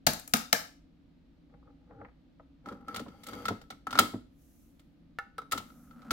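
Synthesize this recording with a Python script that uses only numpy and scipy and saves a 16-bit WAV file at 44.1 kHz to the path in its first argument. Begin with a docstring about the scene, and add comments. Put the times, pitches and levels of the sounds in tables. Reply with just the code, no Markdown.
"""An empty plastic cassette case clacks down to the left of a tape deck, in a small quiet room.
A cassette drags and taps as it is lifted off the deck's lid, then scrapes into the open door, which snaps shut.
The play key clicks and rings, the transport clunks, its motor whirs and the heads knock into place.
Blows are short noise bursts through resonances, friction is grainy noise, gears are random ticks.
Low room noise, a wavering hum and a faint hiss lie underneath; the walls add a diffuse tail."""
import sys
import numpy as np
from scipy import signal
from scipy.fft import rfft, irfft, next_fast_len
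from scipy.io import wavfile
from scipy.ndimage import uniform_filter1d

SR = 44100
rng = np.random.default_rng(int(sys.argv[2]) if len(sys.argv) > 2 else 0)


def int16_out(signal):
    """Quantize to a 16-bit WAV file."""
    q = np.round(np.clip(np.atleast_2d(signal).T, -1, 1) * 32767)
    wavfile.write(sys.argv[1], SR, q.astype(np.int16))


N = 269884
HIT = SR // 4  # samples in one blow

# resonances of the deck's front panel and door: (f/Hz, width/Hz, level/dB)
PANEL_MODES = [(486, 100, -15), (778, 74, -9), (1316, 61, 7), (1445, 130, -12.5), (1630, 57, -18),
               (2202, 140, -20)]
# resonances of the steel box on its table: (f/Hz, width/Hz, level/dB)
CHASSIS_MODES = [(107, 23, -8.5), (185.4, 36, -4), (253, 78, 0), (309.5, 100, -1), (395, 360, -9.5)]
# colour of the sharpest part of a contact: (f/Hz, level/dB)
EDGE_COLOUR = [(4000, -28.5), (7000, 0.5), (9500, -5), (12000, -5.5), (15000, -8), (16500, -5.5)]
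# colour of the dragging cassette: (f/Hz, level/dB)
DRAG_COLOUR = [(180, -33), (300, 2), (365, -27), (489, 3), (706, -33), (804, 2), (999, -30), (1250, -12.5),
               (4000, -63), (5200, -79), (8800, -120)]
# left-right likeness of direct sound: (f/Hz, likeness from 0 to 1)
NEAR_ALIKE = [(200, 1), (1300, 0.8), (3500, 0.06), (10000, .3)]
# left-right likeness of diffuse sound: (f/Hz, likeness from 0 to 1)
ROOM_ALIKE = [(100, 0.93), (290, 0.52), (640, 0.44), (1400, 0.12)]


def amp(db):
    """Decibels to gain."""
    return 10 ** (np.asarray(db) / 20)


def unit(x):
    """x at rms 1."""
    return x / np.sqrt(np.mean(x ** 2) + 1e-20)


def loudest(x):
    """x scaled so that its loudest 4 ms have rms 1."""
    power = np.mean(np.atleast_2d(x) ** 2, 0)
    return x / np.sqrt(uniform_filter1d(power, size=176).max())


def along(points, hz):
    """(f/Hz, value) points read on a log frequency axis."""
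    f, value = np.transpose(points)
    return np.interp(np.log(hz + 1), np.log(f + 1), value)


def gains(rows):
    """One gain per sample for each dB column, silent outside the rows."""
    s, *columns = np.transpose(rows)
    return [np.interp(np.arange(N) / SR, s, amp(c), left=0, right=0) for c in columns]


def strokes(rows, attack, release):
    """A gain that swells up to each (t/s, length/s, level/dB) row, holds and dies away; time constants in s."""
    t = np.arange(N) / SR
    total = 0
    for s, length, db in rows:
        swell = np.minimum(t - s, 0) / attack
        decay = np.maximum(t - s - length, 0) / release
        total = total + amp(db) * np.exp(swell - decay)
    return total


def filtered(x, response):
    """x times a complex response of frequency."""
    n = x.shape[-1]
    m = 2 * next_fast_len(n // 2 + 4096)  # room for the response to ring out
    return irfft(rfft(x, m) * response(np.fft.rfftfreq(m, 1 / SR)), m)[..., :n]


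def colour(points):
    """The causal, minimum-phase response with these (f/Hz, level/dB) points."""
    def response(hz):
        cepstrum = irfft(np.log(amp(along(points, hz)) + 1e-6))
        half = len(cepstrum) // 2
        cepstrum[1:half] *= 2
        cepstrum[half + 1:] = 0
        return np.exp(rfft(cepstrum))
    return response


def body(modes, spread_db=0):
    """Resonances in parallel; each point of contact excites them in other shares."""
    shares = amp(spread_db * rng.standard_normal(len(modes)))

    def response(f):
        total = 0
        for k, (centre, width, db) in enumerate(modes):
            resonance = 1j * f * width / (centre * centre - f * f + 1j * f * width)
            total = total + (-1) ** k * shares[k] * amp(db) * resonance
        return total
    return response


def heavy(modes, corner_hz):
    """A massive body passes little above its resonances."""
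    response = body(modes)
    return lambda f: response(f) / (1 + 1j * f / corner_hz) ** 2


def noise(alike, size):
    """Stereo white noise whose sides are alike by frequency."""
    def mid_and_side(hz):
        turn = np.arccos(np.clip(along(alike, hz), -1, 1)) / 2
        return np.array([np.cos(turn), np.sin(turn)])
    mid, side = filtered(rng.standard_normal((2, size)), mid_and_side)
    return np.array([mid + side, mid - side])


def placed(x, lead_ms, pan_db):
    """Positive lead reaches the left microphone sooner; positive pan is louder there, above all in the treble."""
    sides = np.array([[1], [-1]]) / 2

    def response(hz):
        # the recorder's body shades the far microphone; the pan is as given near 3 kHz
        shade = ((hz + 1) / 3000) ** 0.4
        return amp(sides * pan_db * shade) * np.exp(2j * np.pi * hz * sides * lead_ms / 1000)
    return filtered(x, response)


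def add(track, s, sound):
    """Mix a sound into the track at s seconds."""
    part = track[:, max(round(s * SR), 0):][:, :sound.shape[-1]]
    part += sound[..., :part.shape[1]]


def contact(response, rise, t60):
    """A short chatter of surfaces, heard through a body; rise and t60 in s."""
    t = np.arange(HIT) / SR
    force = (1 - np.exp(-(t / rise) ** 2)) * amp(-60 * t / t60)
    return loudest(filtered(force * noise(NEAR_ALIKE, HIT), response))


def struck(response):
    """One clean push, heard through a body that starts to swing 1.5 ms after the surfaces meet."""
    push = np.eye(1, HIT, round(0.0015 * SR))
    return loudest(filtered(push, response))


def click(db, bright_db):
    """A contact rings the front panel; the harder the surfaces, the more crack and edge it has."""
    # colour of hard contact in the door: (f/Hz, level/dB)
    crack_colour = [(1300, -16.5), (2100, 0), (2500, -6.5), (3150, -1), (3600, -1.5), (4000, -2),
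                    (5300, -6.5), (7000, -14.5), (10000, -29)]
    crack_share = 0.53  # how much of the brightness goes into the crack; the edge gets all of it
    push = amp(-5.5) * struck(body(PANEL_MODES, spread_db=0.5))
    chatter = amp(-6.5) * contact(body(PANEL_MODES, spread_db=2), rise=0.0012, t60=0.035)
    crack = amp(crack_share * bright_db - 1.37) * contact(colour(crack_colour), rise=0.00047, t60=0.07)
    edge = amp(bright_db - 2.0) * contact(colour(EDGE_COLOUR), rise=0.0054, t60=0.026)
    return amp(db) * (push + chatter + crack + edge)


def rubbing(response, grain_db, grain_rate):
    """Friction: noise that catches and slips in small grains, grain_rate of them a second."""
    knots = rng.standard_normal(int(N * grain_rate / SR) + 4)
    wander = np.interp(np.arange(N) * grain_rate / SR, np.arange(len(knots)), knots)
    grip = amp(grain_db * wander)
    return unit(filtered(grip * noise(NEAR_ALIKE, N), response))


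def slips(response, rate, spread_db):
    """Single ticks at random moments, rate a second, where an edge jumps over the roughness."""
    sizes = amp(spread_db * np.clip(rng.standard_normal((2, N)), -2, 2))
    ticks = (rng.random(N) < rate / SR) * sizes
    return unit(filtered(ticks, response))


def deck():
    """Every contact clicks, thuds in the chassis and rebounds lightly on the panel; soft bumps only thud."""
    # contacts in the door and the transport: (t/s, strength/dB, brightness/dB)
    contacts = [(2.658, -42.5, -30), (2.686, -37, -34), (2.723, -45, -30), (2.882, -33.5, -43),
                (2.944, -35.5, -13.5), (2.961, -29, -12), (2.994, -39, -13), (3.082, -48.5, -21),
                (3.234, -49, -3), (3.266, -47.5, 2), (3.285, -42.5, -9), (3.332, -38.5, -21),
                (3.4533, -29, -15.5), (3.482, -22, -23), (3.614, -47, -17), (3.7025, -35.5, -15),
                (3.868, -30, -44), (3.907, -35, -14.5), (3.927, -26.5, -24.5), (3.953, -26, -27.5),
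                (3.975, -31, -18.5), (3.988, -11.5, -7.5), (4.794, -60.5, -4.5), (5.417, -44, -40),
                (5.512, -48, 6.5), (5.52, -30.5, 0.5), (5.53, -24.5, -39), (5.576, -33.5, -8.5),
                (5.701, -50, -32.5), (5.909, -50, -30.5), (6.018, -51.5, -25), (6.107, -26.5, -7.5)]
    # dull bumps from the hand, the door and the head carriage: (t/s, level/dB)
    bumps = [(2.666, -43), (2.709, -41), (2.996, -40), (3.06, -43), (3.321, -46.5), (3.501, -31.5),
             (4.134, -30), (6.108, -27.5)]
    out, box = np.zeros((2, 2, N))
    for s, db, bright_db in contacts:
        add(out, s, click(db, bright_db))
        thud = contact(heavy(CHASSIS_MODES, corner_hz=1200), rise=0.00081, t60=0.24)
        add(box, s, amp(db - 16) * thud)
        flight = 0.018 * (0.5 + rng.random())  # s before a loose part falls back, once
        rebound = contact(body(PANEL_MODES, spread_db=6), rise=0.0011, t60=0.027)
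        add(out, s + flight, amp(db - 15.5) * rebound)
    for s, db in bumps:
        add(box, s, amp(db) * contact(heavy(CHASSIS_MODES, corner_hz=900), rise=0.004, t60=0.093))
    return placed(out, lead_ms=0.12, pan_db=1.0) + box


def key():
    """The key knocks on its stop in the panel and its spring rings on, differently when pressed and let go."""
    # the play key goes down and comes back: (t/s, ring/dB, knock/dB, brightness/dB)
    presses = [(5.187, -30, -30, -46), (5.381, -47.5, -30, -33)]
    # spring and front plate as the key goes down: (f/Hz, level/dB, t60/s)
    down_modes = [(799, -18, 0.22), (1480, -32, 0.7), (1432, -3, 0.066), (1757, 1, 0.045),
                  (1730, -32, 0.17), (2160, -14, 0.079), (2700, -17.5, 0.057), (3900, -31, 0.13)]
    # spring and front plate as the key comes back: (f/Hz, level/dB, t60/s)
    up_modes = [(426, 1.5, 0.28), (1170, 10.5, 0.13), (3800, -11, 0.29), (3950, -4, 0.15), (9000, 2, 0.056)]
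    out, t = np.zeros((2, N)), np.arange(HIT) / SR
    for (s, ring_db, knock_db, bright_db), modes in zip(presses, (down_modes, up_modes)):
        ring = sum(amp(db - 60 * t / t60) * np.sin(2 * np.pi * hz * t) for hz, db, t60 in modes)
        add(out, s, amp(ring_db) * loudest(ring) + click(knock_db, bright_db))
    return out


def slide():
    """The shell rubs and ticks along the guides, which shake the panel and the chassis."""
    # strokes down the door's guides: (t/s, length/s, strength/dB, scratchiness/dB on top of the strength)
    pushes = [(2.672, 0.02, -50, -17), (2.803, 0.027, -63, -46), (2.886, 0.096, -51.5, -13.5),
              (3.105, 0.26, -66, -5), (3.29, .16, -52, -7.5), (3.88, .1, -65.5, -11.5)]
    # resonances of the cassette's shell when rubbed: (f/Hz, width/Hz, level/dB)
    scratch_modes = [(2140, 130, 1.5), (2800, 150, -9.5), (3220, 180, -0.5), (4650, 220, -0.5),
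                     (6200, 500, -7), (8000, 1500, -13.5), (13000, 4000, -13)]
    attack, release = 0.011, 0.05  # s
    panel = strokes([(s, length, db) for s, length, db, _ in pushes], attack, release)
    scratch_rows = [(s, length, db + scratch_db) for s, length, db, scratch_db in pushes]
    scratch = strokes(scratch_rows, attack, release)
    out = amp(-4) * panel * slips(body(PANEL_MODES), rate=280, spread_db=2.5)
    out += amp(-2.5) * panel * rubbing(colour(DRAG_COLOUR), grain_db=7.5, grain_rate=70)
    out += panel * rubbing(heavy(CHASSIS_MODES, corner_hz=1193), grain_db=3, grain_rate=87)
    for hz, width, db in scratch_modes:  # each resonance swells and fades as the point of contact moves
        rub = rubbing(body([(hz, width, 0)]), grain_db=0.5, grain_rate=51)
        out += amp(db - 7.5) * scratch * rub
    out += amp(-12) * scratch * slips(body(scratch_modes), rate=110, spread_db=13)
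    return placed(out, lead_ms=0.08, pan_db=3.5)


def lift():
    """Damped by the fingers, the cassette drags and taps dully on the lid, which rumbles."""
    # the cassette drags on the lid: (t/s, length/s, level/dB)
    drags = [(1.53, 0.029, -64), (1.675, 0.025, -59.5), (1.82, 0.064, -71), (1.91, 0.1, -57.5),
             (2.01, 0.039, -53)]
    # it taps the lid and shifts in the fingers: (t/s, strength/dB, brightness/dB)
    taps = [(1.495, -73, -4), (1.537, -61, -7), (1.625, -64.5, -22), (1.676, -65, -31), (1.907, -55, -9.5),
            (2.012, -47, -12), (2.047, -58, 6), (2.084, -65.5, 1), (2.395, -53.5, -12)]
    # resonances of the deck's lid: (f/Hz, width/Hz, level/dB)
    lid_modes = [(519.3, 61, 4), (746, 330, -1), (1270, 160, 1.5)]
    # colour of the cassette held in the fingers: (f/Hz, level/dB)
    tick_colour = [(700, -9), (1250, 8.5), (2100, 6), (3000, -13.5), (4000, -28), (7000, -48)]
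    rumble_modes = [(100, 35, 0), (240, 120, -8)]  # (f/Hz, width/Hz, level/dB)
    drag = strokes(drags, attack=0.015, release=0.02)
    rub = rubbing(colour(DRAG_COLOUR), grain_db=4, grain_rate=200)
    rumble = rubbing(heavy(rumble_modes, corner_hz=500), grain_db=3, grain_rate=80)
    out = drag * (amp(-1.5) * rub + amp(-5.5) * rumble)
    for s, db, bright_db in taps:
        add(out, s, amp(db + 0.5) * contact(heavy(lid_modes, corner_hz=2000), rise=0.0017, t60=0.046))
        add(out, s, amp(db + bright_db) * contact(colour(tick_colour), rise=0.001, t60=0.04))
    return placed(out, lead_ms=-0.094, pan_db=3.7)


def case():
    """Thin plastic clacks with a sharp edge; the table booms under it. Light touches are mostly edge."""
    # the case hits the table and rattles: (t/s, strength/dB, weight on the table/dB)
    blows = [(0.066, -21.5, -5), (0.0699, -21.5, 3.5), (0.133, -34, 3.5), (0.195, -42, -4),
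             (0.276, -40.5, -3), (0.3363, -20, 1), (0.3672, -34, 0.5), (0.5274, -19.5, -6.5)]
    # resonances of the hollow case: (f/Hz, width/Hz, level/dB)
    shell_modes = [(470, 23, -2), (690, 150, 4.5), (882, 110, 3), (1280, 150, 2.5), (1760, 200, -2)]
    # resonances of the table under it: (f/Hz, width/Hz, level/dB)
    table_modes = [(111, 140, -9.5), (241, 46, 0.5), (338, 150, -15)]
    # colour of the case's hard corners: (f/Hz, level/dB)
    clack_colour = [(1300, -27.5), (2050, 0.5), (2500, -3), (3300, -3), (4000, -1.5), (5200, -1),
                    (6200, -4), (9000, -31)]
    full_blow_db = -18  # a blow that rings the whole case
    body_fade = 0.55  # dB that the body loses against the edge for each dB below a full blow
    out, table = np.zeros((2, 2, N))
    for s, db, weight_db in blows:
        body_db = db + body_fade * min(db - full_blow_db, 0)
        edge = contact(colour(EDGE_COLOUR), rise=0.0011, t60=0.024)
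        shell = contact(body(shell_modes, spread_db=0.5), rise=0.0014, t60=0.027)
        boom = contact(body(table_modes), rise=0.00097, t60=0.073)
        clack = contact(colour(clack_colour), rise=0.00059, t60=0.02)
        add(out, s, amp(db - 2.5) * edge)
        add(out, s, amp(body_db + 1) * shell)
        add(table, s, amp(body_db + weight_db - 7.5) * boom)
        add(out, s, amp(body_db + 1.92) * clack)
        for delay in 0.026 * rng.random(size=3):  # the loose lid chatters within 26 ms
            rattle = contact(colour(clack_colour), rise=0.00055, t60=0.0053)
            add(out, s + delay, amp(body_db - 15.5) * rattle)
    return placed(out, lead_ms=0.36, pan_db=3.5) + table


def motor():
    """The running gears hum in the chassis and tick lightly."""
    # the motor's course: (t/s, hum/dB, whir/dB)
    course = [(5.56, -58, -64.5), (5.928, -57.5, -67), (6.12, -48, -54.5)]
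    # resonances of the running transport: (f/Hz, width/Hz, level/dB)
    gear_modes = [(517, 113, -5), (770, 100, -4), (1308, 88, 3.5), (2020, 250, -45)]
    hum_modes = [(158, 40, -14), (236, 13, 3), (267, 44, -11)]  # (f/Hz, width/Hz, level/dB)
    hum, whir = gains(course)
    box = rubbing(heavy(hum_modes, corner_hz=900), grain_db=3, grain_rate=130)
    teeth = slips(body(gear_modes), rate=600, spread_db=1)
    return amp(-2) * hum * box + amp(-2.5) * whir * teeth


def background():
    """Low room noise, a hum of narrow noise bands that wavers, and a faint high hiss that swells and fades."""
    # colour of the still room: (f/Hz, level/dB)
    air_colour = [(12, -35), (20, -10), (63, -3.5), (119, -14.5), (164, -3), (191, -10.5), (264, -3),
                  (331, -11.5), (405, -27), (508, -20), (1100, -36), (1220, -30), (1350, -34), (4170, -38),
                  (8000, -57.5), (10400, -86.5), (17600, -120)]
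    # hum bands: (f/Hz, level/dB)
    hum_bands = [(26.9, -76.5), (53.8, -69.5), (166.9, -74), (279.9, -71)]
    # swells of the hiss: (t/s, length/s, level/dB)
    hiss_swells = [(3.27, .13, -69.5), (4.42, 0.22, -73.5), (5.61, 0.25, -71.5)]
    # colour of the hiss: (f/Hz, level/dB)
    hiss_colour = [(3000, -28.5), (6000, 0), (8000, -4.5), (12000, -1.5), (15500, -4.5)]
    air = amp(-62) * unit(filtered(noise(ROOM_ALIKE, N), colour(air_colour)))
    hum = 0
    for hz, db in hum_bands:
        hum = hum + amp(db) * unit(filtered(rng.standard_normal(N), body([(hz, 3, 0)])))
    swell = amp(-100.5) + strokes(hiss_swells, attack=0.05, release=0.11)
    hiss = swell * unit(filtered(noise(ROOM_ALIKE, N), colour(hiss_colour)))
    return air + hum + hiss


def room(x):
    """The walls answer with a diffuse tail in which the highest treble dies first."""
    # decay time of the room: (f/Hz, t60/s)
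    decay_times = [(100, .36), (300, .34), (1000, .32), (4000, .35), (9000, .32), (16000, .27)]
    hz, t, bins = signal.stft(noise(ROOM_ALIKE, SR // 2), SR, nperseg=256)
    decay = amp(-60 * t / along(decay_times, hz)[:, None])
    tail = signal.istft(bins * decay, SR, nperseg=256)[1]
    tail *= 1 - np.exp(-np.arange(tail.shape[1]) / SR / 0.004)  # builds up over some 4 ms
    return signal.fftconvolve(x, tail / np.linalg.norm(tail[0]), axes=1)[:, :N]


def scene():
    """The case lies farther off than the deck, so it has more room around it."""
    near = deck() + key() + slide() + lift() + motor()
    far = case()
    return near + amp(-12) * room(near) + far + amp(-7.5) * room(far) + background()


def record(dry):
    """The microphone ports colour the treble; the recorder clips at full scale and has a band limit."""
    # the ports ring a little: (f/Hz, level/dB)
    port_colour = [(10300, 1), (11400, 5.5), (12300, 3)]
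    top_hz = 15900
    heard = np.clip(filtered(dry, colour(port_colour)), -1, 1)
    return filtered(heard, lambda hz: 1 / np.sqrt(1 + (hz / top_hz) ** 300))


dry = scene()
out = record(dry)
int16_out(out)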